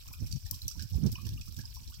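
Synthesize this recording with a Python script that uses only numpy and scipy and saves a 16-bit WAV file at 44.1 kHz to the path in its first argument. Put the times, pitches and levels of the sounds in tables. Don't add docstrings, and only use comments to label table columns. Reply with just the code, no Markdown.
import sys
import numpy as np
from scipy import signal
from scipy.fft import rfft, irfft, next_fast_len
from scipy.io import wavfile
from scipy.ndimage import uniform_filter1d, map_coordinates

SR = 44100
rng = np.random.default_rng(int(sys.argv[2]) if len(sys.argv) > 2 else 0)


def gain_from_db(level_db):
    decades = np.asarray(level_db, float) / 20
    return 10 ** decades


def transcribe(signal):
    frames = np.atleast_2d(signal).T
    limited = np.clip(frames, -1, 1)
    pcm = np.round(limited * 32767).astype(np.int16)
    wavfile.write(sys.argv[1], SR, pcm)


N = 88200


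def unit(x):
    return x / np.sqrt(np.mean(x ** 2, axis=-1, keepdims=True) + 1e-20)


def along(points, hz):
    f, v = np.transpose(points)
    return np.interp(np.log(hz + 1), np.log(f + 1), v)


def wobble(rate, count=N):
    points = rng.standard_normal(int(count / SR * 2000) + 4)
    return map_coordinates(points, [np.arange(count) * rate / SR])


def smoothed(x, size, axis=-1):
    return uniform_filter1d(x, size=size, axis=axis)


def filtered(x, response):
    m = next_fast_len(x.shape[-1] + 8192)
    return irfft(rfft(x, m) * response(np.fft.rfftfreq(m, 1 / SR)), m)[..., :x.shape[-1]]


def low_cut(hz, edge_hz):
    return (1j * hz / (edge_hz + 1j * hz)) ** 4


def causal(gain_db):
    c = irfft(gain_db * np.log(10) / 20)
    c[1:len(c) // 2] *= 2
    c[len(c) // 2 + 1:] = 0
    return np.exp(rfft(c))


def add(track, s, sound):
    i = round(s * SR)
    track[:, i:i + sound.shape[-1]] += sound


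def far_drips():
    count, middle_hz, spread, size_db = 1500, 5500, 0.4, 3
    u, z = rng.random((count, 3)), rng.standard_normal((count, 3))
    hz = np.clip(middle_hz * np.exp(spread * z[:, :1]), 2400, 15000)
    t = np.arange(SR // 50) / SR
    life = (2 + 16 * u[:, 1:2] ** 2) / hz
    size = gain_from_db(-size_db * np.log(u[:, 2:] + 0.0084))
    plink = size * np.exp(-3 * t / life) * (1 - np.exp(-4 * t / life))
    at = ((u[:, :1] * N).astype(int) + np.arange(len(t))).ravel()
    turn = 2 * np.pi * hz * t

    def side(k):
        heard = plink * gain_from_db(k * 2 * z[:, 1:2]) * np.sin(turn + k * z[:, 2:])
        return np.bincount(at, heard.ravel(), N + SR)[:N]

    return unit(np.array([side(1), side(-0.71)]))


# (t/s, level/dB)
WASH_LEVEL = [
    (0.0, -56),
    (1.09, -57),
    (2.0, -58),
]
# (f/Hz, depth/dB)
PATCHINESS = [(1000, 3), (4500, 5), (6500, 4), (10000, 1.5)]


def wash():
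    wash_db, plinks_db = -11, -6
    z = signal.stft(rng.standard_normal((2, N)), nperseg=256)[2]
    patches = smoothed(smoothed(rng.standard_normal(z.shape[1:]), 14, axis=0), 5, axis=1)
    depth_db = along(PATCHINESS, np.fft.rfftfreq(256, 1 / SR))[:, None]
    z = z * gain_from_db(depth_db * patches / patches.std())
    hiss = unit(signal.istft(z, nperseg=256)[1][:, :N])
    s, db = np.transpose(WASH_LEVEL)
    level_db = np.interp(np.arange(N) / SR, s, db) + wobble(30) + wash_db
    return gain_from_db(level_db) * (hiss + gain_from_db(plinks_db) * far_drips())


def steady(spectrum, evenness):
    x = unit(filtered(rng.standard_normal(N), lambda hz: gain_from_db(along(spectrum, hz))))
    swells = np.abs(smoothed(smoothed(x ** 2, 900), 900))
    return unit(x / (swells + 0.048) ** (evenness / 2))


# (t/s at the centre, level/dB, beat f/Hz)
GUSTS_LEFT = [(0.076, -45.0, 81), (0.177, -43.5, 63), (0.22, -41.5, 78), (0.245, -36.5, 63),
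              (0.265, -40, 81.6), (0.312, -36.5, 69), (0.334, -30.5, 88.5), (0.362, -27.5, 142.5),
              (0.46, -34.5, 75), (0.505, -45.5, 71), (0.534, -38, 65.6), (0.658, -39.5, 75.3),
              (0.726, -43.5, 54), (0.93, -42.5, 60.5), (0.952, -37, 72), (0.978, -37.5, 57.3),
              (1.02, -43, 87), (1.055, -34, 77), (1.101, -32, 91), (1.143, -40, 66.4), (1.263, -42, 67),
              (1.3, -33.0, 86.7), (1.33, -35, 63.4), (1.363, -40.5, 57.5), (1.409, -36, 71.7),
              (1.581, -45.0, 63), (1.661, -44, 66), (1.703, -42.5, 61), (1.778, -37.5, 70.5),
              (1.881, -40.0, 64.2), (1.99, -41.5, 67.6)]
# (t/s at the centre, level/dB, beat f/Hz)
GUSTS_RIGHT = [(0.102, -39.5, 85.3), (0.2, -40, 81), (0.225, -29.5, 109.5), (0.243, -32.5, 102),
               (0.265, -37.5, 71.4), (0.293, -39.0, 91), (0.319, -40, 90.6), (0.532, -35.5, 86.4),
               (0.563, -41.5, 86), (0.65, -37.0, 66.7), (0.666, -37.5, 97), (0.774, -34.0, 81.8),
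               (0.802, -35.0, 82), (0.827, -35.5, 85), (0.849, -33.5, 99.5), (0.937, -27.5, 85.2),
               (0.964, -23.5, 72), (0.987, -28.5, 87.7), (1.006, -34.5, 116.4), (1.027, -31, 149),
               (1.045, -23.5, 143), (1.066, -20.0, 129), (1.088, -32, 111), (1.129, -32.5, 104),
               (1.19, -37, 102), (1.213, -38.5, 95.6), (1.245, -33, 108.5), (1.27, -31.5, 95),
               (1.296, -40, 101), (1.33, -33.5, 85.6), (1.356, -35.5, 106.3), (1.395, -34.5, 92),
               (1.486, -36.5, 80), (1.524, -41, 81.4), (1.587, -32.5, 99.8), (1.61, -41.5, 97),
               (1.648, -41, 110.5), (1.814, -39.5, 95), (1.895, -42.0, 80.7)]
# (f/Hz, level/dB)
RUMBLE = [(15, -17), (50, -3), (130, -1), (200, -8), (320, -25), (500, -40), (900, -68), (2000, -114)]
# (f/Hz, level/dB)
FLUTTER = [(60, -14), (200, 7), (450, -17), (700, -29), (1200, -34.5), (2500, -45)]


def wind(gusts, flutter_db):
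    lull_db, strong_db = -52, -26
    eddy_s, glide = 0.013, 8
    swirl_db, churn_db = -3, -6
    speedup = 0.23
    flutter_grows, flutter_beat_power = 1.28, 1.88
    s, d, hz = np.transpose(gusts)[:, :, None]
    t, chance = np.arange(N) / SR - s, rng.random((len(s), 2))

    swell = gain_from_db(d - 4 * t ** 2 * hz / 100 / eddy_s ** 2)
    turn = hz * t * (1 + glide * (2 * chance[:, :1] - 1) * t) + chance[:, 1:]
    swirl = np.sum(swell * np.sqrt(2) * np.sin(2 * np.pi * turn), axis=0)

    db = 10 * np.log10(gain_from_db(2 * lull_db) + np.sum(swell ** 2, axis=0))
    speed = gain_from_db(speedup * (db - strong_db))
    rumble = map_coordinates(steady(RUMBLE, evenness=0.85), [np.cumsum(speed)], mode="mirror")
    churn = np.sqrt(gain_from_db(2 * lull_db) + gain_from_db(2 * (db + churn_db)))

    flutter = gain_from_db(strong_db + flutter_db + flutter_grows * (db - strong_db) + 3.35 * wobble(60))
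    lull = gain_from_db(lull_db)
    beat = (np.sum(swell * hz / 100, axis=0) + lull) / (np.sum(swell, axis=0) + lull)
    flutter = flutter * beat ** flutter_beat_power
    return gain_from_db(swirl_db) * swirl + churn * rumble + flutter * steady(FLUTTER, evenness=0.2)


# (t/s, level/dB, f/Hz)
BUBBLES = [(.055, -63, 980), (.08, -57.5, 1204), (.135, -57, 1222), (.461, -54.5, 1750), (.462, -63.5, 750),
           (.526, -55, 1014), (.708, -61, 1318), (.754, -62, 908), (.793, -46, 1612), (.806, -59, 1650),
           (.837, -65, 1640), (.938, -59, 818), (1.156, -54.5, 988), (1.184, -48.5, 1054),
           (1.265, -50, 1732), (1.27, -62, 950), (1.378, -66, 1200), (1.476, -59.5, 1215),
           (1.589, -48.5, 1636), (1.638, -57, 934), (1.762, -54, 938), (1.898, -59, 930)]
# (t/s, level/dB, f/Hz)
MORE_PLINKS = [(.084, -55, 2346), (.136, -55, 2440), (.536, -48.5, 3110), (1.1538, -39, 2436),
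               (1.1538, -46.5, 2850), (1.249, -46, 2800), (1.3763, -46, 2680), (1.4144, -53, 2504),
               (1.5434, -49.5, 3570), (1.5658, -53.5, 3460), (1.8756, -50, 4000), (1.94, -51, 3230),
               (.11, -57.5, 937), (1.92, -58.5, 1267), (.325, -39.5, 4555), (.618, -38, 4090),
               (.262, -55.5, 2334), (.68, -32.5, 5940), (1.289, -53.5, 3470), (.821, -43.5, 5085),
               (1.036, -48.5, 5700), (1.654, -44, 4900)]


def bubbles():
    bubble_db, rise_per_s, start_s, cycles = 3, 4.5, 0.002, 60
    blur_db, blur_rad = 3, 1.6
    track, t = np.zeros((2, N + SR)), np.arange(SR // 5) / SR
    for s, db, hz in list(BUBBLES) + list(MORE_PLINKS):
        blur = np.array([wobble(113, count=len(t)), wobble(155, count=len(t))])
        turn = 2 * np.pi * hz * (t + rise_per_s * t ** 2 / 2) + blur_rad * blur
        ring_db = db + bubble_db - 60 * t * hz / cycles + blur_db * wobble(220, count=len(t))
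        add(track, s, gain_from_db(ring_db) * (1 - np.exp(-t / start_s)) * np.sin(turn))
    return track[:, :N]


# (t/s, peak level/dB)
SLAPS = [(.0762, -40), (.205, -38), (.2625, -40), (.3258, -34), (.4635, -38), (.5108, -24), (.5117, -15),
         (.5153, -28), (.6802, -21), (.682, -31), (1.0645, -30), (1.265, -37), (1.545, -36), (1.5655, -40),
         (1.608, -40), (1.741, -38)]


def slaps():
    slap_db, fade_s, lowest_hz = -6.5, 0.0017, 4000
    track, t = np.zeros((2, N + SR)), np.arange(SR // 4) / SR
    for s, db in SLAPS:
        slap = gain_from_db(db + slap_db - 60 * t / fade_s) * np.sign(rng.standard_normal(len(t)))
        add(track, s, filtered(slap, lambda hz: low_cut(hz, lowest_hz)))
    return track[:, :N]


# (t/s, peak level/dB, treble level/dB, lowest f/Hz)
SPLASHES = [(0.0766, -30, -16, 4500), (0.127, -36.5, -8, 3500), (0.2244, -46, -10, 4000),
            (0.263, -37, -11.5, 3070), (0.308, -29, -19, 4000), (0.3137, -24.5, -20.5, 4000),
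            (0.323, -29, -31, 3350), (0.358, -35, -17, 2830), (.404, -51, -16, 2400),
            (.463, -34.5, -13, 2270), (0.5094, -37, 0, 4440), (.541, -24, -16.5, 4000),
            (0.617, -33, -14, 3280), (.679, -18, -18.5, 4570), (.712, -25.5, -19, 4470),
            (0.774, -43, -22, 2180), (.793, -31, -19, 1850), (0.821, -24.5, -16.5, 3730),
            (0.897, -37, -12.5, 4500), (0.941, -32.5, -19, 3920), (.957, -32.5, -14.5, 3530),
            (1.0618, -27.5, -19, 2780), (1.115, -30.5, -9, 2780), (1.211, -35.5, -14.5, 3740),
            (1.249, -33.5, -16, 2380), (1.265, -32, -13.5, 2300), (1.286, -32, -14, 2900),
            (1.334, -36.5, -15.5, 4000), (1.41, -32.5, -18, 1970), (1.455, -38, -11, 3480),
            (1.477, -34.5, -15.5, 3500), (1.521, -37, -13, 3300), (1.564, -32.5, -15, 3280),
            (1.587, -31.5, -13.5, 3800), (1.607, -30.5, -20.5, 4000), (1.653, -34.5, -30, 3770),
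            (1.74, -35, -12.5, 3040), (1.756, -32.5, -15, 3120), (1.807, -43, -20, 4000),
            (1.83, -38, -19.5, 2300), (1.875, -33.5, -20.5, 3200), (1.898, -40.5, -7, 4500),
            (1.93, -36, -21, 4000), (1.94, -33, -19.5, 2730), (1.973, -38.5, -19, 5000)]


def splashes():
    spray_db, fade_s, start_s, clump_db = -13, 0.071, 0.002, 4
    pan_db, treble_from_hz, more_treble_db = 3.5, 8250, 4
    track, t = np.zeros((2, N + SR)), np.arange(SR // 4) / SR
    smooth = gain_from_db(spray_db - 60 * t / fade_s) * (1 - np.exp(-t / start_s))
    for s, db, treble_db, low_hz in SPLASHES:
        same, own = rng.standard_normal(len(t)), rng.standard_normal((2, len(t)))
        clumps = gain_from_db(clump_db * wobble(390, count=len(t)))
        spray = unit(smooth * clumps) * np.sqrt(np.mean(smooth ** 2))
        pan = gain_from_db(pan_db * rng.uniform(-1.37, 1) * np.array([[0.5], [-0.5]]))

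        def colour(hz):
            dull = 1 / (1 + 1j * hz / treble_from_hz) ** 3
            return low_cut(hz, low_hz) * (dull + gain_from_db(treble_db + more_treble_db) * (1 - dull))

        add(track, s, gain_from_db(db) * pan * filtered(spray * (1.19 * same + 1.49 * own), colour))
    return track[:, :N]


# (f/Hz, time/s)
CAVE_FADE = [(500, 0.24), (3000, 0.23), (12000, 0.15)]


def cave(x):
    delay_s, build_s = 0.006, 0.015
    hz, t, z = signal.stft(rng.standard_normal((2, SR // 3)), SR, nperseg=256)
    fade = gain_from_db(-60 * t / along(CAVE_FADE, hz)[:, None]) * (1 - np.exp(-t / build_s))
    tail = signal.istft(z * fade, SR, nperseg=256)[1]
    late = np.pad(x, ((0, 0), (round(delay_s * SR), 0)))
    return signal.fftconvolve(late, tail / np.linalg.norm(tail[0]), axes=1)[:, :N]


# (f/Hz, level/dB)
BODY = [(200, -12), (550, -3.5), (1000, -5), (1500, -1), (2100, -6), (2400, 3), (16000, 6.5)]
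# (f/Hz, level/dB)
PORT_LEFT = [(2400, 7.5), (2900, 0.5), (4500, 0), (6000, 0.5), (7300, 8.5), (8800, -4.5), (13000, 12),
             (16000, 4.5)]
# (f/Hz, level/dB)
PORT_RIGHT = [(2400, 5.5), (4000, 8.5), (5600, 17), (6250, 11.5), (6750, -29), (7400, 8.5), (9500, 1.5),
              (14500, -8.5)]


def ports(x):
    def ear(port, late_s):
        return lambda hz: causal(along(BODY, hz) + along(port, hz)) * np.exp(-2j * np.pi * hz * late_s)

    return np.array([filtered(x[0], ear(PORT_LEFT, 0)), filtered(x[1], ear(PORT_RIGHT, 0.00017))])


def scene():
    spray = splashes() + slaps()
    plinks = bubbles()
    gusts = np.array([wind(GUSTS_LEFT, flutter_db=-23.5), wind(GUSTS_RIGHT, flutter_db=-11.5)])
    echo = cave(gain_from_db(-12) * spray + gain_from_db(-11) * plinks)
    return ports(spray + plinks + echo + wash()) + gusts


def roll_off(x):
    return signal.sosfilt(signal.butter(12, 16860, fs=SR, output="sos"), x)


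def record(dry):
    steady_top_hz, top_hz, opens_db = 15850, 16650, -44
    top = filtered(dry, lambda hz: (hz >= steady_top_hz) & (hz < top_hz))
    sharp = np.abs(smoothed(top[0] ** 2, 200)) > gain_from_db(2 * opens_db)
    kept = filtered(dry, lambda hz: hz < steady_top_hz) + top * smoothed(1.0 * sharp, 120)
    return roll_off(kept)


dry = scene()
out = record(dry)
transcribe(out)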